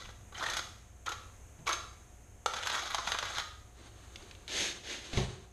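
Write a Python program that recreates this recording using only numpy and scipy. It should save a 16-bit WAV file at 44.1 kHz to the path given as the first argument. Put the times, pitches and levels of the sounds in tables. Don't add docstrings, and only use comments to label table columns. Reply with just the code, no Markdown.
import sys
import numpy as np
from scipy import signal
from scipy.fft import rfft, irfft, next_fast_len
from scipy.io import wavfile
from scipy.ndimage import uniform_filter1d

SR = 44100
rng = np.random.default_rng(int(sys.argv[2]) if len(sys.argv) > 2 else 0)


def put_to_file(sound):
    columns = np.atleast_2d(sound).T
    safe = np.clip(columns, -1, 1)
    whole_steps = np.round(safe * 32767)
    wavfile.write(sys.argv[1], SR, whole_steps.astype(np.int16))


N = 243431
TIME_S = np.arange(N) / SR

# (frequency [Hz], level [dB])
AIR_SPECTRUM = [(12, -47), (22, -3), (45, -11.5), (70, -5.5), (100, -3), (155, -21), (200, -16),
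                (260, -21.5), (480, -22.5), (1000, -28), (2500, -32.5), (4900, -44), (6800, -31.5),
                (14000, -46.5)]
# (frequency [Hz], rms level [dB])
HUM_LINES = [(59.5, -59), (721, -74)]
# (frequency [Hz], t60 [s])
ROOM_DECAY = [(80, 0.53), (250, 0.67), (1400, 0.54), (4000, 0.57), (7000, 0.67), (13000, 0.38)]
# (frequency [Hz], width [Hz], level [dB])
PORT_MODES = [(6400, 265, 6.5)]
# (frequency [Hz], width [Hz], level [dB])
CORNER_MODES = [(358, 34, -3.5)]

# (time [s], level [dB], push length [s], grit re level [dB])
FLOOR_BLOWS = [(1.59, -40.5, 0.0036, -15), (5.132, -30, 0.012, 0), (5.173, -19, 0.0021, -7)]
# (frequency [Hz], t60 [s], level [dB])
FLOOR_MODES = [(82.6, 0.21, -5), (124, 0.13, -1.5), (212, 0.15, -5.5), (274, 0.17, -19), (375, .25, -2.5),
               (399, 0.15, -1.5), (630, 0.18, -21)]
# (frequency [Hz], level [dB])
FLOOR_SPECTRUM = [(25, -23), (80, 2.5), (180, -5.5), (290, -15), (400, -20.5), (650, -16), (1200, -26.5),
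                  (3000, -60)]
# (frequency [Hz], level [dB])
SOLE_SPECTRUM = [(100, -6.5), (280, 0), (370, 1.5), (700, -2), (1150, -8), (1700, 1), (2700, 0.5),
                 (3700, 3), (5000, -5), (7000, -8), (9800, -20.5), (11500, -19.5), (13000, -57)]
# (time [s], length [s], level at top speed [dB],
# treble lift and bass cut about 2.5 kHz at top speed [dB])
SHOE_SLIDES = [(4.486, 0.24, -32.5, 2), (4.836, 0.16, -39.5, 0), (4.974, 0.17, -49, 0.5),
               (5.12, 0.13, -38.5, 0)]
# (frequency [Hz], level [dB])
CLOTH_SPECTRUM = [(60, -14.5), (200, -2.5), (400, -1), (700, -7.5), (1200, -6), (2600, -12), (3900, -8.5),
                  (5200, -18.5), (9000, -19), (14000, -67)]
# (time [s], length [s], level at top speed [dB])
CLOTH_MOVES = [(3.738, 0.15, -56), (3.796, 0.9, -56.5), (4.728, 0.072, -48), (4.987, 0.44, -49)]

# (time [s], level [dB])
HAND_TICKS = [(4.1588, -27.5), (4.2256, -40), (4.3117, -32.5), (4.351, -38), (4.4794, -25.5)]
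# (frequency [Hz], level [dB])
TICK_SPECTRUM = [(400, -17), (1400, -12), (2100, 2), (4000, 3.5), (7000, -14), (10000, -21), (14000, -36)]

# (time [s], lower mode [Hz], its level [dB])
BLADE_LIFTS = [(1.12, 1150, -50), (1.735, 1367, -45), (3.41, 1238, -44)]
# (time [s], start [Hz], end [Hz], level [dB])
STEEL_SQUEAKS = [(0.35, 3000, 3180, -40), (.438, 1920, 1730, -33), (.459, 1840, 1680, -30.5),
                 (1.059, 3260, 3160, -42), (1.078, 1320, 1436, -27.5), (1.672, 2610, 1900, -28),
                 (1.675, 1177, 1130, -30.5), (1.692, 1168, 1480, -26), (1.722, 6360, 6330, -38)]
# (time [s], level [dB], body hump near 400 Hz [dB])
BLADE_KNOCKS = [(.396, -29, 8), (.438, -25, 2), (1.668, -23.5, 5), (2.460, -11.5, 10), (2.671, -17, -14),
                (2.946, -13.5, 0), (3.119, -14, -7), (3.187, -16, -9), (3.383, -17, -11)]
# (time [s], level [dB], treble tilt [dB/octave])
SAND_CATCHES = [(.089, -37, -2), (.323, -38, -3.5), (.461, -27.5, 1), (.498, -23, 4), (.534, -23.5, 3.5),
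                (.567, -21, 4), (.590, -23, 1.5), (1.061, -29, 2.5), (1.089, -30.5, 6.5),
                (1.118, -26.5, 0.5), (1.675, -23, 3), (1.69, -20.5, 2.5), (1.728, -19, 2.5),
                (2.535, -22, 0), (2.564, -24, 0.5), (2.762, -26.5, -5), (2.778, -24.5, -1),
                (2.982, -21.5, -4), (3.072, -18, -2), (3.144, -22.5, -4.5), (3.225, -20, -2.5),
                (3.253, -27, 0)]
# (time [s], length [s], level [dB], change over wipe [dB],
# treble lift and bass cut about 2.5 kHz [dB], body of catches near 400 Hz [dB], contact ring [Hz])
BLADE_WIPES = [(0, .11, -45.5, -6, 1, 4, 1450), (0.348, 0.042, -37, 3, -1, -2, 1440),
               (.404, .195, -33.5, -7, -2.5, 7, 1394), (1.066, 0.064, -40, -5, -8, 7, 1180),
               (1.668, .066, -29.5, 3.5, -2, 14.5, 1120)]
# (time [s], level [dB], contact ring [Hz])
LONG_SCRAPE = [(2.485, -36.5, 1300), (2.62, -34.5, 1390), (2.69, -27, 1620), (2.86, -33, 1180),
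               (3.0, -39, 1060), (3.08, -32, 1110), (3.2, -41.5, 1090), (3.33, -32.5, 1170),
               (3.405, -36, 1600)]
# (frequency [Hz], level [dB])
STEEL_SPECTRUM = [(100, -25), (270, -13.5), (350, -8.5), (560, -3), (800, 0), (1250, 0.5), (1800, -2),
                  (2700, -4.5), (3500, -0.5), (5000, -8), (7000, -12), (9500, -24), (11500, -21.5),
                  (14000, -46)]
# (frequency [Hz], width [Hz], level over broad response [dB])
STEEL_MODES = [(331, 23, -1), (664, 31, -8.5), (1177, 37, 2.5), (1371, 44, 2.5), (1600, 93, -3.5),
               (1980, 81, -3), (2254, 83, -4.5), (3350, 260, -8.5), (3830, 93, -3)]

AIR_LEVEL_DB, TOP_HZ = -56.0, 14300
SLIDE_SWELL_DB, SLIDE_BRIGHTEN_DB = 12.5, 1
RUSTLE_SWELL_DB = 9
SQUEAK_S = 0.0107
KNOCK_RISE_S, KNOCK_T60_S, KNOCK_TILT_DB_PER_OCT = 0.00053, 0.027, 0.23
CATCH_RISE_S, CATCH_T60_S = 0.0015, 0.047
SNAGS_PER_S, SNAG_DB, SNAG_SPREAD_DB = 20, 2.5, 2
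SCRAPE_TILT_DB, SCRAPE_BODY_DB = 1.0, -9.5


def undb(db):
    return 10 ** (np.asarray(db) / 20)


def unit(x):
    return x / np.sqrt(np.mean(x ** 2))


def decay(t_s, t60_s):
    return np.exp(-np.log(1000) * t_s / t60_s)


def filtered(x, response):
    size = next_fast_len(2 * len(x), True)
    hz = np.maximum(np.arange(size // 2 + 1) * SR / size, 1)
    return irfft(rfft(x, size) * response(hz), size)[:len(x)]


def on_log(hz, points):
    point_hz, value = np.transpose(points)
    return np.interp(np.log(hz), np.log(point_hz), value)


def colour(x, points, tilt_db=0, ring_hz=1000, ring_db=0, octaves=0.16, size=8192):
    hz = np.maximum(np.arange(size // 2 + 1) * SR / size, 1)
    db = on_log(hz, points) + tilt_db * np.log2(np.maximum(hz, 300) / 2000)
    db = db + ring_db * np.exp(-(np.log2(hz / ring_hz) / octaves) ** 2)
    cepstrum = irfft(np.log(undb(db)))
    cepstrum[1:size // 2] *= 2
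    cepstrum[size // 2 + 1:] = 0
    impulse = irfft(np.exp(rfft(cepstrum)))
    return signal.fftconvolve(x, impulse)[:len(x)]


def resonate(x, modes):
    def response(f):
        return 1 + sum(undb(db) / (1 + 1j * (f * f - hz * hz) / (f * width_hz))
                       for hz, width_hz, db in modes)
    return filtered(x, response)


def moving_ring(x, hz, width_hz):
    turn = np.exp(2j * np.pi * np.cumsum(hz) / SR)
    pole = np.exp(-np.pi * width_hz / SR)
    return 2 * np.real(turn * signal.lfilter([1 - pole], [1, -pole], x / turn))


def walk(rate_hz):
    k = int(SR / rate_hz)
    steps = np.repeat(rng.standard_normal(N // k + 1), k)
    return 1.63 * uniform_filter1d(steps, k)[:N]


def grit(rate_hz, spread_db):
    size = undb(spread_db * np.minimum(rng.exponential(size=N), 3.4))
    clicks = rng.random(N) < rate_hz / SR
    return unit(clicks * size * rng.choice([-1, 1], N))


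def chatter(t60_s, rise_s, count=16384):
    t_s = np.arange(count) / SR
    rattle = rng.choice([-1, 1], count) * (1 - np.exp(-t_s / rise_s)) * decay(t_s, max(t60_s, .002))
    rattle[0] += 7 * np.exp(-rise_s / 0.00059)
    return rattle


def add(out, time_s, x, level_db, crest=2.19, size=128):
    i = int(max(time_s, 0) * SR)
    loudest_rms = np.sqrt(uniform_filter1d(x * x, size).max())
    x = x * undb(level_db) / (crest * loudest_rms)
    out[i:i + len(x)] += x[:N - i]


def rub(x, gain, tilt_db, pivot_hz=2500):
    low = filtered(x, lambda f: 1 / (1 + (f / pivot_hz) ** 2))
    bright = undb(tilt_db)
    return (low / bright + (x - low) * bright) * gain


def progress(start_s, length_s):
    return np.clip((TIME_S - start_s) / length_s, 0, 1)


def speed(start_s, length_s):
    return np.sin(np.pi * progress(start_s, length_s))


def touching(start_s, end_s, edge_s):
    return np.clip(np.minimum(TIME_S - start_s, end_s - TIME_S) / edge_s + 1, 0, 1)


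def background():
    level_db = AIR_LEVEL_DB + 1.3 * walk(2.75)
    out = unit(colour(rng.standard_normal(N), AIR_SPECTRUM)) * undb(level_db)
    for hz, rms_db in HUM_LINES:
        phase = 2 * np.pi * hz * TIME_S + 0.23 * walk(3.55)
        out += np.sqrt(2) * undb(rms_db) * np.sin(phase)
    return out


def room(x, wet_db, count=32768):
    t_s = np.arange(count) / SR
    noise, tail = rng.standard_normal(count), 0
    for octave in range(4, 16):
        band = filtered(noise, lambda f: np.maximum(1 - np.abs(np.log2(f) - octave), 0))
        tail = tail + band * decay(t_s, on_log(2. ** octave, ROOM_DECAY))
    tail = tail * (1 - np.exp(-t_s / 0.0012))
    tail = tail / np.sqrt(np.sum(tail ** 2))
    return x + undb(wet_db) * signal.fftconvolve(x, tail)[:N]


def clothes():
    folds = undb(1.6 * walk(35))
    fabric = unit(colour(grit(rate_hz=14000, spread_db=1.8), CLOTH_SPECTRUM))
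    motion = 0
    for start_s, length_s, db in CLOTH_MOVES:
        swell_db = RUSTLE_SWELL_DB * (1 - speed(start_s, length_s))
        motion = motion + undb(db - swell_db) * touching(start_s, start_s + length_s, edge_s=0.062)
    return undb(-4.5) * fabric * folds * motion


def shoe_slide():
    dust, out = unit(colour(grit(rate_hz=12000, spread_db=3.0), SOLE_SPECTRUM)), 0
    for start_s, length_s, db, tilt_db in SHOE_SLIDES:
        slack = 1 - speed(start_s, length_s)
        contact = touching(start_s, start_s + length_s, edge_s=.008)
        gain = undb(db - SLIDE_SWELL_DB * slack) * contact
        out = out + rub(dust, gain, tilt_db - SLIDE_BRIGHTEN_DB * slack)
    return undb(-1.5) * out


def thuds(count=16384):
    out, t_s = np.zeros(N), np.arange(count) / SR
    ring = sum(undb(db) * np.sin(2 * np.pi * hz * t_s) * decay(t_s, t60_s)
               for hz, t60_s, db in FLOOR_MODES)
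    for time_s, db, push_s, grit_db in FLOOR_BLOWS:
        force = np.sin(np.pi * np.minimum(t_s / push_s, 1))
        add(out, time_s, signal.fftconvolve(force, ring)[:count], db + 1.0, crest=1.7)
        shudder = colour(chatter(t60_s=0.29, rise_s=.002), FLOOR_SPECTRUM)
        add(out, time_s, shudder, db - 8.5, crest=1.01)
        crunch = colour(chatter(t60_s=0.026, rise_s=.001), SOLE_SPECTRUM,
                        tilt_db=-1.5, ring_hz=2200, ring_db=7, octaves=0.18)
        add(out, time_s, crunch, db + grit_db)
    return out


def channel_ticks():
    out = np.zeros(N)
    for time_s, db in HAND_TICKS:
        add(out, time_s, colour(chatter(t60_s=0.021, rise_s=0.00019), TICK_SPECTRUM), db)
    return undb(-5.0) * out


def blade_ring(t60_s=0.53):
    out = np.zeros(N)
    for time_s, hz, db in BLADE_LIFTS:
        age_s = np.maximum(TIME_S - time_s, 0)
        pair = np.sin(2 * np.pi * hz * age_s) + undb(-4.5) * np.sin(2 * np.pi * (hz + 28) * age_s)
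        out += undb(db) * pair * decay(age_s, t60_s)
    return out


def trowel_squeaks(rough=0.036):
    out, count = np.zeros(N), int(SQUEAK_S * SR)
    for time_s, start_hz, end_hz, db in STEEL_SQUEAKS:
        jitter = rough * undb((db + 30) / 2) * walk(910)[:count]
        hz = np.geomspace(start_hz, end_hz, count) * (1 + jitter)
        tone = np.sin(2 * np.pi * np.cumsum(hz) / SR)
        add(out, time_s, tone * signal.windows.tukey(count, .7), db, crest=1.0)
    return undb(-3.5) * out


def steel_blow(t60_s, rise_s, tilt_db, body_db):
    force = chatter(t60_s, max(rise_s, .0001))
    blow = colour(force, STEEL_SPECTRUM, tilt_db, ring_hz=365, ring_db=body_db, octaves=0.66)
    return resonate(blow, STEEL_MODES)


def trowel_knocks():
    out = np.zeros(N)
    for time_s, db, body_db in BLADE_KNOCKS:
        add(out, time_s, steel_blow(KNOCK_T60_S, KNOCK_RISE_S, KNOCK_TILT_DB_PER_OCT, body_db), db)
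    bodies = [(s + length_s / 2, body_db) for s, length_s, *_, body_db, _ in BLADE_WIPES]
    bodies.append((LONG_SCRAPE[0][0], SCRAPE_BODY_DB))
    for time_s, db, tilt_db in SAND_CATCHES:
        body_db = np.interp(time_s, *np.transpose(bodies))
        add(out, time_s, steel_blow(CATCH_T60_S, CATCH_RISE_S, tilt_db, body_db), db)
    return undb(-2.0) * out


def strokes(edge_s=0.0099):
    out = []
    for start_s, length_s, db, change_db, tilt_db, *_ in BLADE_WIPES:
        level_db = db + change_db * (progress(start_s, length_s) - .5)
        out.append((undb(level_db) * touching(start_s, start_s + length_s, edge_s), tilt_db))
    time_s, db, _ = np.transpose(LONG_SCRAPE)
    scrape = undb(np.interp(TIME_S, time_s, db)) * touching(time_s[0], time_s[-1], edge_s)
    return out + [(scrape, SCRAPE_TILT_DB)]


def trowel_snags():
    out, pressure = np.zeros(N), sum(gain for gain, _ in strokes())
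    draws = rng.random((int(N / SR * SNAGS_PER_S), 2))
    for slot, (late, luck) in enumerate(draws):
        time_s = (slot + late) / SNAGS_PER_S
        gain = np.interp(time_s, TIME_S, pressure)
        if gain > 0:
            db = 20 * np.log10(gain) + SNAG_DB + SNAG_SPREAD_DB * (2 * luck - 1)
            add(out, time_s, steel_blow(t60_s=0.046, rise_s=.0018, tilt_db=1.7, body_db=5.5), db)
    return out


def shifting(x, depth_db, rate_hz):
    out = 0
    for centre in np.arange(7, 14.6, .5):
        band = filtered(x, lambda f: np.maximum(1 - 2 * np.abs(np.log2(f) - centre), 0))
        out = out + band * undb(depth_db * walk(rate_hz * rng.uniform(.7, 1.3)))
    return out


def trowel_scrape():
    force = grit(rate_hz=2600, spread_db=2.5) * undb(2.4 * walk(130))
    force = shifting(force, depth_db=2.6, rate_hz=55)
    steel = unit(resonate(colour(force, STEEL_SPECTRUM), STEEL_MODES))
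    return undb(-9.5) * sum(rub(steel, pressure, tilt_db) for pressure, tilt_db in strokes())


def contact_ring(x, ring_db=0.0):
    path = [(s + length_s / 2, hz) for s, length_s, *_, hz in BLADE_WIPES]
    path += [(s, hz) for s, _, hz in LONG_SCRAPE]
    hz = np.interp(TIME_S, *np.transpose(path))
    return x + undb(ring_db) * moving_ring(x, hz, width_hz=143)


def scene():
    floor = room(thuds(), wet_db=-8.5)
    worker = room(resonate(shoe_slide() + clothes(), CORNER_MODES), wet_db=-7.5)
    ticks = room(channel_ticks(), wet_db=-10)
    steel = contact_ring(trowel_scrape() + undb(-3.0) * trowel_knocks() + undb(-7.0) * trowel_snags())
    tools = room(steel + trowel_squeaks(), wet_db=-5.0)
    return (background() + floor + worker + ticks + blade_ring() + tools)[None]


def record(dry):
    sound = resonate(dry[0], PORT_MODES)[None]
    low_pass = signal.ellip(8, .2, 70, TOP_HZ, fs=SR, output="sos")
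    return signal.sosfilt(low_pass, sound)


dry = scene()
out = record(dry)
put_to_file(out)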